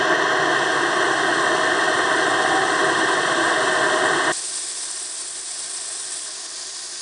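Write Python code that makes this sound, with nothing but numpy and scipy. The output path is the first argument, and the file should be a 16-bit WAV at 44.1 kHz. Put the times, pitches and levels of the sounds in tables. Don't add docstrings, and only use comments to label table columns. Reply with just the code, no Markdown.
import sys
import numpy as np
from scipy import signal
from scipy.fft import rfft, irfft, next_fast_len
from scipy.io import wavfile
from scipy.ndimage import uniform_filter1d

SR = 44100
rng = np.random.default_rng(int(sys.argv[2]) if len(sys.argv) > 2 else 0)


def pcm_store(signal):
    levels = np.round(np.clip(np.atleast_2d(signal), -1, 1) * 32767)
    wavfile.write(sys.argv[1], SR, levels.astype(np.int16).T)


N = 309141

# pitch_hz, half_width_hz, level_db
FLUE_MODES = [(147, 28.5, -14.5), (216, 3.5, -23), (340.3, 39.7, -3.5), (386, 38, -2.5), (489.6, 25, -7),
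              (632, 15.8, -0.5), (697, 47, -6.2), (744, 62, -5.5), (873, 26, -11), (990, 21.5, -5),
              (1086, 101, -3), (1272, 47, -8.5), (1443, 44, -8.5), (1583, 79, -2.5), (1797, 50, -1.7),
              (1867, 56, -4), (2032, 67, -14.5)]
# pitch_hz, half_width_hz, level_db
GAS_MODES = [(2710, 176, -8), (2957, 156, -7), (3050, 53, -3.5), (3235, 96, -0.8), (3584, 137, -5.5),
             (3790, 111, -12.5), (4223, 255, -8.5), (4801, 209, -20), (5220, 170, -12.5),
             (5860, 256, -11.5), (5980, 900, -18.5), (7250, 210, -16.5)]
# peak_s, half_width_s, rise_db
FLAME_SPUTTERS = [(.126, 0.011, 4), (1.993, 0.0062, 5), (2.119, .005, 5.5), (2.401, 0.0036, 5)]
# frequency_hz, level_db
RUMBLE_COLOUR = [(10, 0.5), (30, 1), (50, -8), (100, -9), (300, -13.5), (3000, -31)]
# frequency_hz, level_db
LEAK_COLOUR = [(2500, -22), (3700, 0.5), (4400, -4.5), (5300, -5.5), (6000, -7), (6700, -9), (7250, -3),
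               (7600, -1), (8100, 1), (8500, 0.5), (8900, 0.5), (9350, -4.5), (10000, -10), (11500, -21.5)]
# start_s, end_s, pitch_hz, level_db
FLUE_NOTES = [(1.08, 1.24, 770, -30), (1.41, 1.56, 628, -27.5), (2.28, 2.71, 768, -28.5),
              (3.238, 4.1, 627, -30.5)]
# frequency_hz, level_db
CORE_COLOUR = [(10500, -56.5), (12000, -16), (16000, -11.5), (20000, -11)]
# frequency_hz, level_db
RUSH_COLOUR = [(150, -33), (600, -17), (2000, -11), (3000, -10.5), (3500, -3), (3800, -4.5), (4300, -3),
               (5000, 0.5), (5600, -0.5), (6100, -1), (6700, -6.5), (7100, -2), (8500, -14.5), (9900, -8.5)]
# frequency_hz, level_db
SIZZLE_COLOUR = [(5500, -29.5), (6700, -18), (7400, -3), (8100, 2.5), (8500, 0.5), (8900, 0.5), (9300, 0),
                 (10000, -4.5), (11000, -12)]
# peak_s, half_width_s, rise_db
CORE_SURGES = [(5.09, .07, 2), (5.3, .04, 2.8), (5.44, .04, 2.8), (6.49, .04, 1.5), (6.72, .04, 1.3),
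               (6.9, 0.035, 1.5)]
# pitch_hz, half_width_hz, level_db
OUTLET_MODES = [(4870, 720, 0), (6650, 750, -1.5), (9750, 380, -3.5)]

WALL_ECHO_S = 0.002358
SIMMER_DB, SIMMER_RISE_DB_PER_S = -32.5, 1.53
CRACK_S, CRACK_RISE_S, CRACK_DB = 0.32, 0.35, 4.5
POP_S, POP_RISE_S = 4.3155, 0.012
CORE_DB, CORE_BUILD_DB, CORE_BUILD_S = 11.8, 2.2, 0.2
SAG_DB_PER_S = 1.0
DROP_S, DROP_LENGTH_S, DROP_SIZZLE_DB, DROP_CORE_DB = 6.23, 0.11, -4.5, 0.6
OUTLET_DB, OUTLET_RISE_S = -11, 0.3


def amp(db):
    return 10 ** (np.asarray(db) / 20)


def unit_power(x):
    return x / np.sqrt(np.mean(x ** 2) + 1e-20)


def bins():
    return np.fft.rfftfreq(next_fast_len(N), 1 / SR)


def noise(gain):
    size = next_fast_len(N)
    return unit_power(irfft(rfft(rng.standard_normal(size)) * gain, size)[:N])


def colour(points):
    hz, db = np.transpose(points)
    return amp(np.interp(np.log(bins() + 1), np.log(hz), db))


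def ringing(modes):
    hz = bins()
    powers = (amp(db) ** 2 / (1 + ((hz - pitch) / width) ** 2) ** 2 for pitch, width, db in modes)
    return np.sqrt(sum(powers))


def flutter(depth_db, rate_hz):
    hz = bins()
    return amp(depth_db * noise(hz / (hz + 1) / (1 + (hz / rate_hz) ** 2)))


def ramp(start_s, length_s):
    return np.clip((np.arange(N) / SR - start_s) / length_s, 0, 1)


def swells_db(rows):
    t = np.arange(N) / SR
    return sum(db * np.exp(-((t - peak_s) / width_s) ** 2) for peak_s, width_s, db in rows)


def burner(roar_db, gas_db, low_cut_hz):
    radiated = 1 / np.sqrt(1 + (low_cut_hz / (bins() + 1)) ** 4)
    flame = amp(roar_db + swells_db(FLAME_SPUTTERS))
    flame *= flutter(depth_db=0.71, rate_hz=90) * flutter(depth_db=0.46, rate_hz=12)
    roar = flame * noise(ringing(FLUE_MODES) * radiated)
    gas = amp(gas_db) * noise(ringing(GAS_MODES)) * flutter(depth_db=0.5, rate_hz=30)
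    return roar + gas


def wall_echo(x, share):
    return unit_power(x + share * np.roll(x, round(WALL_ECHO_S * SR)))


def valve_simmer(split_hz):
    level_db = SIMMER_DB + SIMMER_RISE_DB_PER_S * (np.arange(N) / SR - POP_S)
    level_db -= CRACK_DB * (1 - ramp(CRACK_S, CRACK_RISE_S))
    leak = wall_echo(noise(colour(LEAK_COLOUR)), share=0.36)
    low = signal.sosfiltfilt(signal.butter(6, split_hz, fs=SR, output="sos"), leak)
    hiss = low * flutter(depth_db=1.3, rate_hz=30) + (leak - low) * flutter(depth_db=1.1, rate_hz=60)
    return amp(level_db) * hiss


def flue_note(start_s, end_s, pitch_hz, level_db, half_width_hz=17.4, fade_s=0.047):
    swell = ramp(start_s, fade_s) - ramp(end_s - fade_s, fade_s)
    return amp(level_db) * swell * noise(ringing([(pitch_hz, half_width_hz, 0)]))


def steam_jet(rush_db, sizzle_db):
    open_s = np.maximum(np.arange(N) / SR - POP_S, 0)
    sag_db = SAG_DB_PER_S * open_s
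    drop = ramp(DROP_S, DROP_LENGTH_S)
    core_db = CORE_DB - CORE_BUILD_DB * np.exp(-open_s / CORE_BUILD_S)
    core = noise(colour(CORE_COLOUR)) * amp(core_db + DROP_CORE_DB * drop + swells_db(CORE_SURGES))
    rush = wall_echo(noise(colour(RUSH_COLOUR)), share=0.061)
    rush *= flutter(depth_db=0.5, rate_hz=57) * amp(rush_db - sag_db)
    sizzle = wall_echo(noise(colour(SIZZLE_COLOUR)), share=0.29)
    sizzle *= flutter(depth_db=1.0, rate_hz=65) * amp(sizzle_db - sag_db + DROP_SIZZLE_DB * drop)
    outlet = noise(ringing(OUTLET_MODES)) * amp(OUTLET_DB) * ramp(DROP_S, OUTLET_RISE_S)
    return core + (rush + sizzle + outlet) * flutter(depth_db=0.64, rate_hz=39)


def limiter(x, limit_db, recovery_db_per_s):
    power = uniform_filter1d((x ** 2).mean(0), size=300)
    power_db = 10 * np.log10(abs(power) + 1e-12)
    recovery_db = np.arange(N) / SR * recovery_db_per_s
    held_db = np.maximum.accumulate(power_db + recovery_db) - recovery_db
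    over_db = np.maximum(held_db - limit_db, 0)
    return x / amp(uniform_filter1d(over_db, size=64))


def scene():
    fire = burner(roar_db=-19.6, gas_db=-31.0, low_cut_hz=80)
    fire += sum(flue_note(*note) for note in FLUE_NOTES)
    lift = ramp(POP_S, POP_RISE_S) ** 2
    steam = (1 - lift) * valve_simmer(split_hz=7000) + lift * steam_jet(rush_db=-6.4, sizzle_db=-4.8)
    air = amp(-63.5) * noise(colour(RUMBLE_COLOUR))
    return np.array([fire + steam + air] * 2)


def record(dry):
    limited = limiter(dry, limit_db=-12, recovery_db_per_s=49)
    floor = amp(-67.5) * noise(colour(RUMBLE_COLOUR))
    high_cut = signal.firwin(701, cutoff=10080, window=("kaiser", 9), fs=SR)
    return signal.oaconvolve(limited + floor, high_cut[None], "same")


dry = scene()
out = record(dry)
pcm_store(out)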